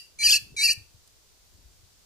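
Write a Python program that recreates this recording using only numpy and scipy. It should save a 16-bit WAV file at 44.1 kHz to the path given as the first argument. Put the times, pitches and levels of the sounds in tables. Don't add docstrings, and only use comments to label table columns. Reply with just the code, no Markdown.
import sys
import numpy as np
from scipy import signal
from scipy.fft import rfft, irfft, next_fast_len
from scipy.io import wavfile

SR = 44100
rng = np.random.default_rng(int(sys.argv[2]) if len(sys.argv) > 2 else 0)


def store_wav(level_fs):
    pcm = np.round(np.clip(np.atleast_2d(level_fs), -1, 1) * 32767)
    wavfile.write(sys.argv[1], SR, pcm.T.astype(np.int16))


N = 90404
TIME = np.arange(N) / SR
ECHO_DB, ECHO_DELAY_S, ECHO_T60_S = -20, 0.019, 0.31
GARDEN_LIKENESS, NEAR_PAN_DB = 0.067, 4.5

# time in seconds, voice drive in dB, rasp drive in dB.
VOCAL_EFFORT = [
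    [(.19, -35.5, -74), (.2, -32.5, -62.5), (.21, -26.5, -53.5), (.232, -21.5, -48.5), (.25, -18, -42),
     (.272, -17, -40), (.287, -21, -36), (.3, -15.5, -36), (.316, -16.5, -38.5), (.338, -15, -35),
     (.358, -19, -37), (.371, -20, -45), (.379, -30, -49.5)],
    [(.567, -34.5, -68), (.578, -28.5, -62.5), (.595, -21, -51), (.625, -20.5, -42.5), (.635, -20, -38),
     (.656, -15.5, -48), (.668, -19, -43), (.679, -23, -39), (.695, -17.5, -49), (.705, -19, -43.5),
     (.716, -19.5, -39.5), (.724, -24, -47), (.733, -36, -43)],
]
# centre in Hz, half width in Hz, gain in dB.
NOTCHES = [(3760, 160, -31), (3437, 400, -31.5)]


def from_db(db):
    return 10 ** (np.asarray(db) / 20)


def rms_one(x):
    return x / np.sqrt(np.mean(x ** 2) + 1e-20)


def in_time(rows):
    seconds, *columns = np.transpose(rows)
    return [np.interp(TIME, seconds, column) for column in columns]


def at_hz(points, hz):
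    knots_hz, values = np.transpose(points)
    return np.interp(np.log(np.maximum(hz, 1)), np.log(knots_hz), values)


def filtered(x, response):
    size = next_fast_len(x.shape[-1] + SR // 4)
    hz = np.arange(size // 2 + 1) * SR / size
    return irfft(rfft(x, size) * response(hz), size)[..., :x.shape[-1]]


def coloured(x, spectrum):
    return filtered(x, lambda hz: from_db(at_hz(spectrum, hz)))


def drift(corner_hz):
    pole = np.exp(-2 * np.pi * corner_hz / SR)
    return rms_one(signal.lfilter([1], [1, -2 * pole, pole * pole], rng.standard_normal(N)))


def stereo_noise(spectrum, likeness):
    mid, side = rms_one(coloured(rng.standard_normal((2, N)), spectrum))
    return mid + np.sqrt((1 - likeness) / (1 + likeness)) * np.array([side, -side])


def panned(x, pan_db):
    return x * from_db([[pan_db / 2], [-pan_db / 2]])


def dying(start, t60):
    return (TIME >= start) * from_db(-60 * np.clip((TIME - start) / t60, 0, 2))


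def scatter(x, delay, t60):
    # frequency in Hz, gain in dB.
    echo_colour = [(1500, 9.5), (2700, 3), (4600, -2.5), (8000, -2), (14000, 4)]
    tails = rng.standard_normal((2, N)) * dying(delay, t60)
    tails = coloured(rms_one(tails) / np.sqrt(N), echo_colour)
    return signal.fftconvolve(x[None], tails, axes=1)[:, :N]


def opening_echo(ahead_s=0.42, level_db=ECHO_DB - 1.5):
    # time in seconds before the shift by ahead_s, high side in Hz, low side in Hz.
    pitch = [(.19, 2400, 1850), (.27, 2950, 1950), (.32, 2667, 1900), (.38, 2878, 2000)]
    echo = scatter(squawk(pitch, VOCAL_EFFORT[0], NOTCHES[0]), ECHO_DELAY_S, ECHO_T60_S)
    tail = np.array([np.interp(TIME + ahead_s, TIME, channel, right=0) for channel in echo])
    return from_db(level_db) * tail


def leaf_hiss(level_db=-62.5):
    # frequency in Hz, relative spectral density in dB.
    spectrum = [(25, 0), (55, 3.5), (110, -7.5), (220, -14.5), (450, -12), (900, -16), (1800, -18),
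                (2700, -17), (4800, -11.5), (7000, -13.5), (10000, -19.5), (15000, -22)]
    return from_db(level_db) * stereo_noise(spectrum, GARDEN_LIKENESS)


def air_rumble(gain_db=2.5):
    # time in seconds, relative level in dB.
    swells = [(0.0, -73), (0.11, -80), (0.23, -63), (0.36, -61), (0.45, -62), (0.84, -69), (0.99, -71.5),
              (1.2, -84.5), (1.45, -73.5), (1.69, -66.5), (1.94, -73), (2.05, -78)]
    # frequency in Hz, relative spectral density in dB.
    spectrum = [(20, -11), (50, 3), (90, 2), (140, -7), (200, -18), (400, -27.5), (900, -40.5), (2500, -54)]
    level_db, = in_time(swells)
    return panned(from_db(level_db + gain_db) * stereo_noise(spectrum, likeness=0.24), NEAR_PAN_DB)


def net_rustle():
    # time in seconds, level in dB.
    swells = [(0, -87), (.2, -75.5), (.28, -70), (.36, -73.5), (.46, -66), (.58, -66.5), (.68, -64),
              (.82, -70), (.9, -86.5), (1.4, -87), (1.57, -70.5), (1.75, -83.5)]
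    # frequency in Hz, relative spectral density in dB.
    spectrum = [(100, -5), (220, -1), (400, -6), (700, -18), (1500, -26.5), (4000, -46.5)]
    level_db, = in_time(swells)
    return panned(from_db(level_db) * stereo_noise(spectrum, likeness=0.2), NEAR_PAN_DB)


def syrinx(pitch, voice_db, rasp_db):
    tones = [(0, 1), (1, 0), (1, 1), (2, 0), (1, 2), (2, 1), (3, 0), (1, 3), (2, 2), (3, 1), (3, 2), (2, 3),
             (4, 1)]
    # level at full voice in dB, dB gained per dB of voice drive.
    strengths = [(-43, 1.3), (-24, 0.87), (-23, 1.05), (-28, 1.9), (-36.5, .6), (-35, 0.5), (-46, -0.3),
                 (-38.5, 2), (-35, 1), (-34.5, 3), (-37, 1.4), (-49.5, -0.5), (-44.5, 1.5)]
    full_voice_db, full_rasp_db = -18.5, -38.5
    jitter_hz, shimmer, fading_db_per_order = 22, 0.19, 0.68
    roughness = from_db(0.43 * (rasp_db - full_rasp_db))
    sides_hz = [hz + jitter_hz * roughness * drift(corner_hz=220) for hz in in_time(pitch)]
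    high_phase, low_phase = 2 * np.pi * np.cumsum(sides_hz, axis=1) / SR
    voice = 0
    for (m, n), (tone_db, growth) in zip(tones, strengths):
        flutter = 1 + shimmer * roughness * (drift(corner_hz=223) + 1j * drift(corner_hz=223))
        fading_db = fading_db_per_order * (m + n - 1) * drift(corner_hz=43)
        amplitude = from_db(tone_db + fading_db + growth * (voice_db - full_voice_db))
        voice += amplitude * np.real(flutter * np.exp(1j * (m * high_phase + n * low_phase)))
    return voice, low_phase


def rasp(low_phase, pulsing=0.51):
    # frequency in Hz, relative spectral density in dB.
    spectrum = [(700, -40.5), (1400, -36.5), (1750, -13), (2030, -29), (2350, -9), (2750, -5.5),
                (3300, -7.5), (4200, -2.5), (4700, -4), (5500, -2), (7500, -2.5), (9800, -8.5),
                (12000, -10.5), (13800, -9), (15000, -31)]
    pulsed_air = rng.standard_normal(N) * (1 + pulsing * np.cos(low_phase))
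    return rms_one(coloured(pulsed_air, spectrum))


def squawk(pitch, effort, notch, attack_s=0.003, release_s=0.00524, rasp_gain_db=10):
    # frequency in Hz, gain in dB.
    throat = [(1500, -10.5), (1850, 1.5), (2050, -8), (2280, 2), (2620, 2), (2900, -3), (3400, 0),
              (4050, 2), (4350, 0.5), (4700, 8.5), (5200, 1), (6000, 1.5), (7200, -3), (8400, 3.5),
              (10500, -3.5), (14000, -2)]
    voice_db, rasp_db = in_time(effort)
    start, end = effort[0][0], effort[-1][0]
    gate = np.clip((TIME - start) / attack_s + 1, 0, 1) * np.clip((end - TIME) / release_s + 1, 0, 1)
    voice, low_phase = syrinx(pitch, voice_db, rasp_db)
    air = from_db(rasp_db + rasp_gain_db) * rasp(low_phase)
    call = coloured(gate * voice, throat) + gate * air
    centre, width, depth_db = notch
    return filtered(call, lambda hz: from_db(depth_db * np.exp(-((hz - centre) / width) ** 4)))


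def ports(x):
    # frequency in Hz, phase lead of the left port in radians.
    phase_lead = [(100, -1.5), (2300, 0.1), (3000, -0.2), (3400, 4.5), (4100, 4.5), (4700, 5), (5600, 6.5),
                  (7000, 8), (7700, 7.5), (8600, 10.5), (10000, 10.5), (11200, 14.5), (14000, 14)]
    # frequency in Hz, left level minus right level in dB.
    balance = [(2000, -0.5), (5600, 0.5), (6600, 4), (7600, -4.5), (8400, 10), (10000, -4), (11500, 1)]

    def left(hz):
        return from_db(at_hz(balance, hz) / 2) * np.exp(0.5j * at_hz(phase_lead, hz))
    return np.array([filtered(x, left), filtered(x, lambda hz: 1 / left(hz))])


def bird(near_db=-16):
    # time in seconds, high side in Hz, low side in Hz.
    pitches = [
        [(.188, 2260, 1851), (.197, 2382, 1793), (.218, 2266, 1860), (.232, 2332, 1845), (.242, 3268, 1631),
         (.249, 2949, 1863), (.268, 2854, 1822), (.281, 2452, 1787), (.298, 2499, 1743), (.308, 3220, 1572),
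         (.315, 3574, 1516), (.331, 2748, 1693), (.343, 2620, 1644), (.351, 2643, 1650), (.359, 2910, 1781),
         (.368, 2747, 1790), (.38, 2473, 1600)],
        [(.565, 2354, 1680), (.574, 2355, 1635), (.588, 2215, 1683), (.602, 2200, 1763), (.62, 2295, 1706),
         (.632, 2392, 1681), (.64, 2854, 1850), (.652, 2668, 1879), (.66, 2728, 1850), (.669, 2669, 1866),
         (.683, 2386, 1853), (.693, 2377, 1835), (.709, 2898, 1810), (.72, 2848, 1713), (.734, 2483, 1700)],
    ]
    calls = sum(squawk(*call) for call in zip(pitches, VOCAL_EFFORT, NOTCHES))
    far = scatter(calls, ECHO_DELAY_S, ECHO_T60_S)
    near = scatter(calls, delay=0, t60=0.11)
    return ports(calls) + from_db(near_db) * near + from_db(ECHO_DB) * far


def net_bumps(right_lag_rad=0.97):
    # start in seconds, level in dB, frequency in Hz, time to decay by 60 dB in seconds.
    knocks = [(.268, -40, 75.3, 0.14), (0.274, -54, 243, 0.11), (.352, -39, 88, 0.06),
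              (0.419, -44.5, 115, 0.13), (0.461, -49.5, 170, 0.05), (.52, -41.5, 136, 0.074),
              (.543, -44.5, 418, .035), (.774, -36.5, 102, 0.091), (0.811, -40, 83, 0.065),
              (0.943, -43, 97.5, .07), (1.544, -45.5, 80, 0.11), (1.656, -44.5, 54.8, 0.11),
              (1.831, -46, 88.7, .1)]
    lag = np.array([[0], [right_lag_rad]])
    bumps = 0
    for start, db, hz, t60 in knocks:
        envelope = from_db(db) * dying(start, t60) * (1 - dying(start, 2 / hz))
        bumps += envelope * np.sin(2 * np.pi * hz * (TIME - start) - lag)
    return panned(bumps, NEAR_PAN_DB)


def twig_tick(level_db=-54):
    # frequency in Hz, relative spectral density in dB.
    spectrum = [(1500, -20), (5000, 3), (11000, -1), (15000, -16)]
    return from_db(level_db) * dying(start=1.076, t60=0.025) * stereo_noise(spectrum, GARDEN_LIKENESS)


def scene():
    return opening_echo() + leaf_hiss() + air_rumble() + net_rustle() + bird() + net_bumps() + twig_tick()


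def record(dry, cutoff_hz=15500):
    return signal.sosfilt(signal.ellip(12, 0.1, 80, cutoff_hz, fs=SR, output="sos"), dry)


dry = scene()
out = record(dry)
store_wav(out)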